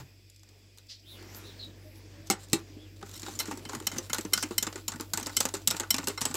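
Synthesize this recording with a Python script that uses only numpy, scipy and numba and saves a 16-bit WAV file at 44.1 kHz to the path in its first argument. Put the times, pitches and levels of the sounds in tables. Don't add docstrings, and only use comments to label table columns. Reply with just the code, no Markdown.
import sys
import numpy as np
from scipy import signal
from scipy.fft import rfft, irfft
from scipy.io import wavfile
from scipy.ndimage import uniform_filter1d
from numba import njit

SR = 44100
rng = np.random.default_rng(int(sys.argv[2]) if len(sys.argv) > 2 else 0)


def undo_db(level):
    steps = np.asarray(level, float) / 20
    return 10 ** steps


def wrap_up_sound(samples):
    columns = np.atleast_2d(samples).T
    tamed = np.clip(columns, -1, 1)
    steps = np.round(tamed * 32767).astype(np.int16)
    wavfile.write(sys.argv[1], SR, steps)


N = 280476

# start_s, level_db
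HUM_SWELL = [(0, -54.5), (1.0, -56.5), (1.2, -48), (2.4, -48), (6.36, -47)]
# start_s, level_db
TAPS = [
    (2.3, -20),
    (2.531, -17),
    (3.027, -40),
    (3.283, -39),
]
# start_s, peak_db, wire_ring_hz, dull_knock_db, flurry_ms
STRIKES = [(2.3001, -9.5, 6570, -21, 1.9), (2.3068, -16.5, 7850, -13, 14.5),
           (2.531, -2.5, 7670, -17.5, 1.55), (3.3974, -29, 4200, -8, 27), (3.8685, -15, 7200, -13.5, 4.7),
           (4.131, -14, 6400, -10, 4.7), (4.3334, -15.5, 5600, -29, 7), (4.376, -16, 7440, -9.5, 2.9),
           (4.58, -15.5, 5300, -20, 3.8), (4.6257, -14.5, 7400, -15, 7.4), (4.88, -16, 7050, -16.5, 5.8),
           (5.1349, -13.5, 7630, -15, 6.1), (5.1739, -17.5, 8000, -11, 3.5), (5.367, -15.5, 7700, -25, 8.8),
           (5.4034, -12, 7560, -15.5, 6.5), (5.453, -17.5, 7700, -9, 5.6), (5.5394, -19.5, 8000, -9.5, 3.4),
           (5.674, -5.5, 7700, -22.5, 5), (5.7095, -15.5, 7900, -10.5, 5.6),
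           (5.7981, -18.5, 7640, -9.5, 7.8), (5.9047, -12.5, 5540, -18, 3.5),
           (6.072, -12.5, 8000, -11.5, 2.6), (6.2133, -21, 8200, -12.5, 18),
           (6.253, -11.5, 7700, -10.5, 4.4)]
# pitch_hz, level_db, t60_s
GLASS = [(1363, -1, 0.03), (2099, 4, 0.048), (3052, 7, 0.062), (4140, 6.5, 0.044), (5504, 11.5, 0.052),
         (6040, -3, 0.04), (7680, 6.5, 0.048), (7030, 2, 0.04), (3820, -1, 0.042), (8600, 10, 0.047),
         (15300, 3, 0.024), (11840, 10, 0.019), (12250, 5, 0.04), (14370, -1, 0.03)]


def unit(x):
    return x / np.sqrt(np.mean(x ** 2))


def curves(table):
    s, *columns = np.transpose(table)
    return [np.interp(np.arange(N) / SR, s, c) for c in columns]


@njit
def svf(x, hz, width):
    y, b, l = np.empty(len(x)), 0., 0.
    for i in range(len(x)):
        centre = hz[i % len(hz)]
        g, k = np.tan(np.pi * centre / SR), width / centre
        v = (b + g * (x[i] - l)) / (1 + g * (g + k))
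        b, l, y[i] = 2 * v - b, l + 2 * g * v, k * v
    return y


def band(x, hz, width):
    return svf(x + 1e-18, np.array([1. * hz]), 1. * width)


def narrow_noise(hz, width):
    return unit(band(band(rng.standard_normal(N), hz, width), hz, width))


def walk(rate):
    k = int(SR / rate)
    steps = np.repeat(rng.standard_normal(N // k + 1), k)
    return uniform_filter1d(uniform_filter1d(steps, k), k)[:N]


def add(out, s, x):
    i = int(s * SR)
    out[..., i:i + x.shape[-1]] += x[..., :max(N - i, 0)]


def fridge(wobble_db=1.4, wobble_hz=9):
    # pitch_hz, level_db
    hum = [
        (48.4, -59),
        (96.9, -50.5),
        (145.3, -75.5),
    ]
    # centre_hz, width_hz, level_db
    vent_bands = [(2475, 330, -68.5), (3450, 240, -72), (5000, 600, -65), (7700, 450, -71),
                  (13500, 4500, -80), (1940, 360, -78)]
    t, (swell_db,) = np.arange(N) / SR, curves(HUM_SWELL)
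    tones = np.zeros(N)
    for k, (hz, db) in enumerate(hum):
        wobble = wobble_db * (k + 0.35) * narrow_noise(wobble_hz, wobble_hz)
        tones += undo_db(db + wobble) * np.sin(2 * np.pi * hz * t)
    vent = sum(undo_db(db) * unit(band(rng.standard_normal(N), hz, width)) for hz, width, db in vent_bands)
    drone = undo_db(-9) * narrow_noise(315, 25)
    return (unit(tones) + drone * undo_db(swell_db - swell_db[-1])) * undo_db(swell_db) + vent


def rustle(flicker_db=4.0, flicker_rate=18):
    edges_hz = [130, 700, 1550, 8500]
    # pitch_hz, level_db_per_hz
    rustle_colour = [(71, -37), (120, -10), (174, -13), (310, -6.5), (624, -17.5), (1160, -22), (1680, -26),
                     (3900, -31.5), (5100, -29.5), (15200, -43), (16500, -38)]
    # start_s, level_db
    movement = [(0, 12), (.04, 2), (.4, -6.5), (.5, 1), (.98, -3), (1.05, -2), (1.13, 4), (1.28, 3.5),
                (1.37, 5.5), (1.55, 3), (1.75, 0), (2.2, 1.1), (2.42, -0.5), (2.7, 1.5), (2.99, -3.5),
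                (3.3, 4.5), (3.63, 4), (6.36, -2.5)]
    # rest_db, db_per_db_of_movement, db_per_db_of_phone_gain, beating_db
    layers = [
        (-54.5, 0.99, 1, -1),
        (-68.5, 2.5, 0.86, -6),
        (-59.5, 1.85, 1, -9),
        (-66.5, 0.84, 0.37, 5.5),
    ]
    # centre_s, half_length_s, added_air_db
    swishes = [
        (1.107, 0.068, 10),
        (1.37, 0.026, 13.5),
        (1.977, 0.023, 8),
    ]
    t = np.arange(N) / SR
    hz, colour = np.transpose(rustle_colour)
    region = np.zeros((4, N))
    for f in np.geomspace(131, 15300, 25):
        db = np.interp(np.log(f), np.log(hz), colour) + 10 * np.log10(f)
        flicker = flicker_db * walk(flicker_rate)
        region[np.searchsorted(edges_hz, f + 1) - 1] += undo_db(db + flicker) * narrow_noise(f, f / 3.4)
    region = [unit(r) for r in region]
    region[-1] *= undo_db(sum(db * np.exp(-((t - s) / half) ** 2) for s, half, db in swishes))
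    (move_db,), (gain_db,) = curves(movement), curves(HUM_SWELL)
    beating = np.clip((t - 2.96) / 1, 0, 1)
    out = np.zeros(N)
    for (rest_db, per_move, per_gain, beating_db), r in zip(layers, region):
        db = rest_db + per_move * move_db + per_gain * (gain_db - gain_db[-1]) + beating_db * beating
        out += undo_db(db) * r
    return out


def thuds(spread=0.17, partner_db=-5, rise_s=0.0096, cycles=19):
    # start_s, peak_db,
    # pitch_hz
    bowl_thuds = [(2.44, -57, 310), (2.91, -56, 260), (2.765, -39, 300), (3.024, -34.5, 393),
                  (3.279, -34.5, 361), (3.482, -29.5, 310), (3.523, -31, 280), (3.573, -36, 369),
                  (3.733, -32.5, 323), (3.985, -29.5, 354), (4.186, -26.5, 320), (4.249, -28, 316),
                  (4.326, -35, 377), (4.437, -29, 296), (4.508, -27, 354), (4.668, -29.5, 316),
                  (4.753, -33, 380), (4.999, -30.5, 321), (5.179, -32.5, 318), (5.261, -31.5, 314),
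                  (5.45, -35.5, 258), (5.538, -27, 390), (5.739, -33, 313), (5.8, -31.5, 344),
                  (5.939, -32.5, 262), (5.988, -31, 283), (6.037, -41, 266), (6.077, -26.5, 391),
                  (6.253, -34.5, 284), (6.301, -36.5, 247),
                  (0, -45, 129),
        (0, -63, 270),
                  (3.231, -38.5, 324), (4.144, -47, 258), (3.348, -59, 307), (3.657, -45, 220),
             (3.695, -35, 420), (3.758, -36, 228), (3.809, -36, 369), (3.928, -38, 273), (3.965, -36, 229),
             (4.012, -49, 416), (4.1, -40, 230), (4.363, -41.5, 213), (4.623, -37, 383), (4.778, -41, 331),
             (4.88, -48, 353), (4.944, -37.5, 241), (5.136, -42, 215), (5.208, -39, 244), (5.296, -47, 295),
             (5.371, -39, 377), (5.562, -39.5, 310), (6.1, -32, 424), (6.212, -35.5, 227),
             (6.344, -31, 388)]
    out, t = np.zeros(N), np.arange(8192) / SR
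    rows = bowl_thuds
    rows += [(s, db - 29.5, 217.8) for s, db, *_ in STRIKES]
    rows += [(s, db - 6.5, 205) for s, db in TAPS[2:]]
    for (s, db, hz), c in zip(rows, rng.uniform(-0.97, 1, size=(len(rows), 4))):
        above_hz, below_hz = hz * (1.305 + spread * c[0]), hz * (0.737 + spread * c[2])
        wave = np.sin(2 * np.pi * hz * t)
        wave += undo_db(partner_db - 3.5) * np.sin(2 * np.pi * above_hz * t + np.pi * c[1])
        wave += undo_db(partner_db) * np.sin(2 * np.pi * below_hz * t + np.pi * c[3])
        add(out, s, undo_db(db + 11.5) * wave * (1 - np.exp(-t / rise_s)) * 1000 ** (-t * hz / cycles))
    return out


def contacts():
    # start_s, peak_db, wire_ring_hz, dull_knock_db
    bare = [(6.148, -44, 8800, -30), (2.4982, -40, 4340, -28), (3.0934, -39, 7060, -6),
            (3.1396, -38, 6760, -47), (3.5734, -33, 7700, -8), (3.7489, -28, 6750, -2.5),
            (4.0974, -27, 7050, -3.5), (4.1445, -22, 4120, -7), (5.008, -26.5, 7100, -8.5),
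            (5.1973, -26.5, 7700, -4), (6.0828, -18.5, 8200, -19), (6.342, -22, 7700, -8),
            (6.352, -22.5, 7000, -6)]
    # start_s, peak_db, wire_ring_hz, dull_knock_db
    filmed = [(2.268, -41, 6400, -22), (3.1953, -31, 6650, -29), (3.3904, -22, 5500, -20),
              (3.5115, -29, 6700, 1.5), (3.7324, -33.5, 3770, 2.5), (3.8, -32, 7020, -5),
              (3.9161, -26.5, 6700, -6), (3.9619, -35.5, 5640, 5.5), (3.9832, -22.5, 6040, -8.5),
              (4.1826, -21.5, 8150, -7.5), (4.2094, -27.5, 7700, -22), (4.324, -37.5, 5500, -3),
              (4.4263, -18.5, 5500, -6), (4.4325, -21.5, 6700, -10), (5.228, -25, 6400, -12),
              (5.2674, -22.5, 7760, -5), (5.4869, -26.5, 6840, -12.5), (5.55, -24, 7800, -8),
              (5.7657, -25, 7700, -10), (5.9421, -17.5, 7440, -7.5), (5.9644, -26, 5860, -32),
              (5.9822, -21.5, 7500, -4), (6.0403, -30.5, 6100, -31)]
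    # start_s, peak_db, wire_ring_hz, dull_knock_db
    buried = [(3.0268, -36.5, 3800, -1), (3.23, -28.5, 3960, -8), (3.2635, -31.5, 6640, -3),
              (3.2824, -37, 3520, 1), (3.455, -29, 6800, -8), (3.651, -32, 4100, -2.5),
              (3.6939, -27.5, 7100, -7), (3.8227, -37.5, 6400, -3), (4.2499, -29, 6070, -4),
              (4.5087, -32, 8700, 2), (4.6673, -21.5, 7430, -6), (4.7263, -31, 6000, -6.5),
              (4.757, -28, 7000, -4), (4.9192, -25.5, 7540, -8), (4.9362, -34, 7900, -0.5),
              (4.9983, -30.5, 6300, -5), (5.2104, -33, 6470, -1), (5.2604, -23, 4860, -18),
              (5.2944, -30.5, 4370, -4), (5.7036, -18, 5190, -16), (5.8324, -35.5, 6500, 7.5),
              (6.097, -31.5, 6500, 4), (6.1762, -29.5, 7600, -2), (6.3111, -28, 7950, -5.5)]
    # start_s, peak_db, wire_ring_hz, dull_knock_db
    drips = [(0.299, -40.5, 7200, -45), (0.3612, -41, 5000, -31), (0.394, -48, 6500, -24),
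             (0.432, -40.5, 4600, -12), (0.489, -41.5, 4740, -29), (0.7744, -42, 7700, -13),
             (0.869, -48, 7500, -30), (0.784, -35, 3980, -12.5), (1.225, -39, 7300, -3),
             (1.347, -33.5, 4700, -16), (1.647, -43, 4220, -31), (1.957, -44, 5210, -24)]
    rows = []
    for s, db, hz, knock_db, ms in STRIKES:
        top_db = -9 - 0.32 * knock_db - 3 * (hz / 1000 - 6.5)
        rows.append((s, db, hz, knock_db, top_db, ms))
    for table, top_db in (bare, -4.5), (filmed, -8.5), (buried, -19):
        rows += [(*row, top_db, 5.44 + 0.18 * (row[1] + 22)) for row in table]
    return rows + [(*row, -9, 2.2) for row in drips]


def grazes():
    # start_s, peak_db, wire_ring_hz, dull_knock_db
    graze_rows = [(2.271, -36.5, 6000, -18), (2.484, -45, 7000, -30), (3.013, -48, 4000, 6),
                  (3.063, -42, 6530, -5), (3.113, -39, 7000, -14), (3.176, -33, 8000, -32),
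                  (3.219, -36, 7500, -10), (3.404, -29.5, 4000, -4), (3.48, -43.5, 6000, 9.5),
                  (3.521, -33.5, 5970, -0.5), (3.593, -42.5, 6000, -1), (3.689, -37, 6500, -7),
                  (3.719, -42, 6500, 6), (0.345, -54, 4500, -30), (3.944, -42, 7000, 6),
                  (3.967, -35, 6950, -21), (3.978, -32, 7460, -19), (4.178, -36, 7000, -9),
                  (4.488, -41, 7000, -12), (4.528, -45, 6400, -9), (4.776, -39, 6300, -4),
                  (4.959, -35.5, 7600, -3), (5.364, -28, 7500, -13), (5.402, -32, 7500, -8),
                  (5.545, -24.5, 7000, -5.5), (5.567, -35, 6440, -14), (5.743, -37, 7000, 7),
                  (5.761, -38, 7500, -15), (0.592, -55, 8500, -35), (6.03, -37.5, 7500, 1),
                  (6.044, -37, 6550, -10), (6.209, -24, 8000, -13), (6.301, -37, 7500, -15),
                  (2.5323, -20, 8600, -13), (4.3367, -14, 6950, -10), (5.1758, -21.5, 7700, -6.5),
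                  (5.3686, -9, 7700, -34), (5.407, -16, 7600, -10), (6.2145, -14.5, 8700, -11.5)]
    return [(*row, -7.5, 3.9) for row in graze_rows]


def coloured(shape, lo_hz, hi_hz, ragged_db):
    # pitch_hz, level_db_per_hz
    blow_colour = [(240, 13), (400, 2.5), (581, -8), (818, -13.5), (1870, -7), (2180, -5), (3270, -7),
                   (4330, -6), (5910, -5.5), (7350, -2.5), (9130, -1), (15300, -11), (16500, -53)]
    f = np.fft.rfftfreq(shape[-1], 1 / SR) + 1
    hz, db = np.transpose(blow_colour)
    humps = np.repeat(rng.standard_normal((shape[0], len(f) // 40 + 1)), 40, axis=1)
    humps = uniform_filter1d(humps, size=40)[:, :len(f)]
    gain = undo_db(np.interp(np.log(f), np.log(hz), db) + ragged_db * humps)
    gain /= (1 + (lo_hz / f) ** 6) * (1 + (f / hi_hz) ** 8)
    rows = irfft(rfft(rng.standard_normal(shape)) * gain)
    return rows / rows.std(axis=1, keepdims=True)


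def loaded_bowl(x):
    # pitch_hz, width_hz, level_db
    knock_modes = [(859, 110, 5), (1340, 194, 6), (1485, 126, 1), (2354, 590, 1)]

    def ring(v):
        return sum((-1) ** k * undo_db(db) * band(v, hz, width) for k, (hz, width, db) in enumerate(knock_modes))
    return ring(x) / np.sqrt(np.sum(ring(signal.unit_impulse(4096)) ** 2))


def whisk(rows, scatter_db=3, chatter_db=-14, chatter_s=0.016, rise_s=0.00056, knock_slower=2.06,
          ring_width_hz=350):
    t, shape = np.arange(4096) / SR, (len(rows), 4096)
    wire = coloured(shape, 2800, 9000, 2.5)
    knock = coloured(shape, 450, 2800, 3)
    tick = coloured(shape, 9000, 17000, 3)
    clumps = np.clip(rng.standard_normal((len(rows), 128)), -2, 1.5)
    clumps = undo_db(scatter_db * np.repeat(clumps, 32, axis=1))
    snap = undo_db(-0.5) * np.exp(-t / 0.00036)
    out, bowl, drag = np.zeros((3, N))
    for k, (s, db, hz, knock_db, tick_db, ms) in enumerate(rows):
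        def shake(slower):
            flurry = np.exp(-t / (slower * ms / 1000))
            chatter = undo_db(chatter_db) * np.exp(-t / (slower * chatter_s))
            return undo_db(db) * (1 - np.exp(-t / rise_s)) * clumps[k] * (flurry + chatter + snap)
        force = shake(0.79) * wire[k]
        add(bowl, s, undo_db(knock_db) * shake(knock_slower) * knock[k])
        add(out, s, undo_db(-5.5) * force + undo_db(-0.5) * band(force, hz, ring_width_hz))
        add(out, s, undo_db(tick_db - 1.5) * shake(0.52) * tick[k])
        add(drag, s, undo_db(0.67 * db) * np.exp(-t / 0.031) * (1 - t / t[-1]))
    blows = out + undo_db(-6.5) * bowl + undo_db(-13.5) * loaded_bowl(bowl)
    return blows, drag * (np.arange(N) > 3.1 * SR)


def sparrows(fade_s=0.0052, buzz_hz=900, hiss_width_hz=1500, most_sag_hz=900):
    # top_s, rise_s, fall_s, level_db, top_hz
    scolds = [
        (.905, 0.025, 0.073, -52.5, 4830),
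        (1, .02, 0.017, -66, 5100),
        (.9, 0.014, 0.049, -61.5, 3600),
    ]
    # top_s, rise_s, fall_s, level_db, top_hz
    chirps = [
        (1.104, 0.078, 0.12, -61, 3840),
        (1.47, 0.048, 0.076, -60, 3936),
        (1.6, 0.012, 0.046, -51.5, 4190),
        (1.635, 0.016, 0.035, -52.5, 3890),
        (2.821, 0.072, 0.13, -70, 3450),
    ]
    out, t = np.zeros(N), np.arange(N) / SR
    buzz, noise = unit(band(rng.standard_normal(N), 184, 260)), rng.standard_normal(N)
    calls = [(c, 0.228) for c in chirps] + [(c, 0.46) for c in scolds]
    for (s, rise, fall, top_db, top_hz), harsh in calls:
        hz = top_hz - np.minimum(350000 * (1 - harsh) * (t - s) ** 2, most_sag_hz)
        db = top_db - 26.5 * np.minimum(((t - s) / np.where(t < s, rise, fall)) ** 2, 1)
        gate = np.clip(np.minimum(t - s + rise, s + fall - t) / fade_s, 0, 1)
        tone = np.sqrt(2) * np.sin(2 * np.pi * np.cumsum(hz + harsh * buzz_hz * buzz) / SR)
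        spread_hz = hiss_width_hz * (0.5 + 8.2 * harsh ** 2)
        hiss = unit(svf(svf(noise, hz, spread_hz), hz, spread_hz))
        out += gate * undo_db(db) * ((1 - harsh) * tone + harsh * hiss)
    return out


def dove():
    # start_s, length_s, pitch_hz, level_db
    hoots = [
        (1.838, 0.076, 615, -49.5),
        (2.121, 0.12, 575, -55.5),
    ]
    out = np.zeros(N)
    for s, length, hz, db in hoots:
        t = np.arange(int(length * SR)) / SR
        add(out, s, undo_db(db) * np.sin(np.pi * t / length) * np.sin(2 * np.pi * hz * t))
    return out


def rasp(drag, rate=4000, size_db=1.0, patchy_db=3.0, shimmer_db=12.5, sing_width_hz=350, wander=0.11):
    # start_s, length_s, level_db, singing_wire_hz
    slides = [(2.256, 0.025, -56, 6500), (2.386, 0.063, -54, 7350), (2.502, 0.092, -50.5, 6460),
              (3.04, 0.084, -59.5, 6600), (3.13, 0.037, -51.5, 5740), (3.192, 0.024, -54, 7400),
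              (3.244, 0.056, -51, 6350), (3.305, 0.058, -50.5, 6860), (3.462, 0.069, -53, 6550),
              (3.503, 0.038, -52, 6100), (3.7, 0.064, -50, 6500), (3.78, 0.074, -62, 6000),
              (3.926, 0.057, -53, 7100), (3.962, 0.1, -57.5, 7500), (4.16, 0.033, -51, 7000),
              (4.437, 0.027, -67, 6950), (4.5, 0.034, -57, 7000), (4.758, 0.035, -63, 6500),
              (4.934, 0.023, -73, 7500), (5.325, 0.11, -52, 5000), (5.416, 0.017, -43, 7000),
              (5.546, 0.072, -58, 6850), (5.72, 0.047, -52, 7500), (5.99, 0.041, -59, 7700),
              (6.1, 0.12, -68, 6630), (6.27, 0.056, -55, 7800)]
    t = np.arange(N) / SR
    sizes = undo_db(size_db * np.minimum(rng.exponential(size=N), 2.5))
    ticks = (rng.random(N) < rate / SR) * sizes * rng.standard_normal(N)
    skid = band(ticks, 1300, 1400) + undo_db(1.5) * band(ticks, 4440, 3500) + undo_db(2) * band(ticks, 7200, 1200)
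    shimmer = sum(undo_db(shimmer_db * walk(35)) * band(ticks, hz, 150) for hz, *_ in GLASS[2:10])
    skid = unit(unit(skid) + undo_db(-10.5) * unit(shimmer))
    patches = undo_db(patchy_db * walk(45))
    starts, _, _, sing_hz = np.transpose(slides)
    hz = sing_hz[np.maximum(np.searchsorted(starts, t) - 1, 0)] * (1 + wander * walk(60))
    sing = undo_db(-5) * unit(svf(ticks, hz, 1. * sing_width_hz))
    slide, u = np.zeros(N), t[:8192]
    for s, length, db, _ in slides:
        add(slide, s, undo_db(db) * (1 - np.exp(-u / 0.005)) * np.exp(-np.maximum(u - length, 0) / 0.014))
    dragging = uniform_filter1d(1. * (t > 4.345) * (t < 4.345 + 0.085), size=512)
    scrape = undo_db(-38.5) * dragging * unit(band(ticks, 5500, 1400))
    skidding = undo_db(-34) * drag + undo_db(-59.5) * (t > 2.96)
    return scrape + patches * (skidding * skid + slide * (skid + sing))


def handle(rise_s=0.0022, free_s=0.047, caught_s=0.013):
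    # pitch_hz, level_db, t60_s
    first_tap = [(206, -3, 0.13), (310, 0.5, 0.071), (361, -2, 0.13), (777, -1.5, 0.12), (1130, -12, 0.095),
                 (1278, 3.5, 0.024), (1340, 0, 0.033), (2110, -3, 0.051), (2226, -2.5, 0.055),
                 (2740, -12.5, 0.1), (2960, -13, 0.13)]
    # pitch_hz, level_db, t60_s
    second_tap = [(177, 1.5, 0.059), (330.3, 0, 0.23), (408, -4.5, 0.094), (814, -15, 0.12),
                  (1455, -17, 0.072), (1940, -3, 0.04), (2310, -11.5, 0.068), (2654, -11, 0.09),
                  (3800, -6, 0.081), (4210, -6, 0.062), (5000, -6, 0.041)]
    # pitch_hz, level_db, t60_s
    handle_modes = [(796, 9.5, 0.033), (1260, -1.5, 0.041), (2160, -18, 0.049), (3620, -14, 0.085)]
    out, t = np.zeros(N), np.arange(8192) / SR
    for (s, db), modes in zip(TAPS, [first_tap, second_tap, handle_modes, handle_modes]):
        hz, mode_db, t60 = np.transpose(modes)[:, :, None]
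        bounce = 1 + 4 * uniform_filter1d(rng.standard_normal((len(modes), len(t))), size=256)
        ring = bounce * undo_db(mode_db) * np.sin(2 * np.pi * hz * t) * 1000 ** (-t / np.minimum(t60, 0.2))
        stilled = np.exp(-np.maximum(t - free_s, 0) / caught_s)
        add(out, s, undo_db(db) * (1 - np.exp(-t / rise_s)) * stilled * ring.sum(axis=0))
    return out


def glass(scatter_db=0.5, detune=0.0024, rise_s=0.0015):
    # start_s, peak_db, brightness_db_per_octave, third_mode_db, ring_length_factor
    rim_strikes = [(3.16, -58, 1.5, -4, 1.7), (3.3943, -39, 1, -8, 0.7), (3.402, -33.5, -4, -5, 0.72),
                   (3.916, -50, -12, 5, 0.74), (4.433, -41, -9, 11, 0.27), (3.655, -54, -7, 6, 1.03),
                   (3.8704, -31.5, 1.5, 0, 0.53), (4.1, -47, -9.5, -3, 1.1), (4.134, -62, -4, 0.1, .9),
                   (4.3334, -25, -1, -0.5, 0.71), (4.5821, -28, 2, 0.5, 0.54), (4.88, -46.5, 4, 4, 0.75),
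                   (5.3698, -30.5, -3.5, 3.5, 0.53), (5.9067, -27.5, 2.5, 0.8, 0.67),
                   (6.1755, -40.5, -6, -16, 1.3)]
    out, t = np.zeros(N), np.arange(4096) / SR
    hz, mode_db, t60 = np.transpose(GLASS)[:, :, None]
    for s, db, bright_db, third_db, longer in rim_strikes:
        c = rng.standard_normal((3, len(GLASS), 1))
        flutter = 1 + 1.6 * uniform_filter1d(rng.standard_normal((len(GLASS), len(t))), size=64)
        gain = undo_db(db + mode_db + bright_db * np.log2(hz / 3050) + scatter_db * c[0])
        gain[2] *= undo_db(third_db)
        tones = np.sin(2 * np.pi * (hz * (1 + detune * c[1]) * t + c[2]))
        modes = gain * tones * 1000 ** (-t / (longer * t60))
        add(out, s, undo_db(4.5) * (1 - np.exp(-t / rise_s)) * (flutter * modes).sum(axis=0))
    return out


def wires(t60_s=0.089):
    # start_s, peak_db, pitch_hz
    wire_rings = [
        (6.254, -21, 7950),
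        (5.711, -37, 5300),
    ]
    out, t = np.zeros(N), np.arange(8192) / SR
    for s, db, hz in wire_rings:
        add(out, s, undo_db(db) * np.sin(2 * np.pi * hz * t) * 1000 ** (-t / t60_s))
    return out


@njit
def walls(x, lags, gain, damp):
    line, soft, out = np.zeros((8, 4096)), np.zeros(8), np.zeros(len(x))
    for i in range(len(x)):
        total = 0.
        for k in range(8):
            soft[k] += (1 - damp) * (gain[k] * line[k, (i - lags[k]) & 4095] - soft[k])
            total += soft[k]
        out[i] = soft[0] - soft[3] + soft[5] - soft[6]
        for k in range(8):
            line[k, i & 4095] = x[i] + soft[k] - total / 4
    return out


def scene(room_t60_s=0.21, room_damp=0.51, room_db=-15.5):
    steady_top = signal.ellip(8, .3, 50, 15800, fs=SR, output="sos")
    steady = signal.sosfilt(steady_top, fridge() + rustle())
    blows, drag = whisk(contacts())
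    graze, _ = whisk(grazes())
    birds = sparrows()
    near = thuds() + blows + graze + rasp(drag) + handle() + glass() + wires()
    lags = np.array([331, 457, 613, 797, 971, 1163, 1399, 1607])
    room = walls(near + undo_db(25.5) * birds, lags, undo_db(-60 * lags / SR / room_t60_s), room_damp)
    mono = near + undo_db(12.0) * birds + undo_db(room_db) * room + steady + dove()
    return np.array([mono, mono])


def band_limit(x):
    return signal.sosfilt(signal.butter(12, 15900, fs=SR, output="sos"), x)


def record(dry, grit_db=-13, grit_hz=5000, grit_from_db=-45):
    dry = dry - 0.56 * band(dry[0], 9420, 4400)
    top_cut = signal.ellip(5, .3, 30, 16300, fs=SR, output="sos")
    x = signal.sosfilt(top_cut, np.tanh(1.128 * dry) / 1.538)
    high = signal.butter(4, grit_hz, "high", fs=SR, output="sos")
    grit = signal.sosfilt(high, signal.sosfilt(high, x[0]) * unit(band(rng.standard_normal(N), 660, 400)))
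    loud = uniform_filter1d(x[0] ** 2, size=1024)
    grit = grit * loud / (loud + undo_db(2 * grit_from_db))
    return band_limit(x + undo_db(grit_db) * grit * np.array([[1], [-1]]))


dry = scene()
out = record(dry)
wrap_up_sound(out)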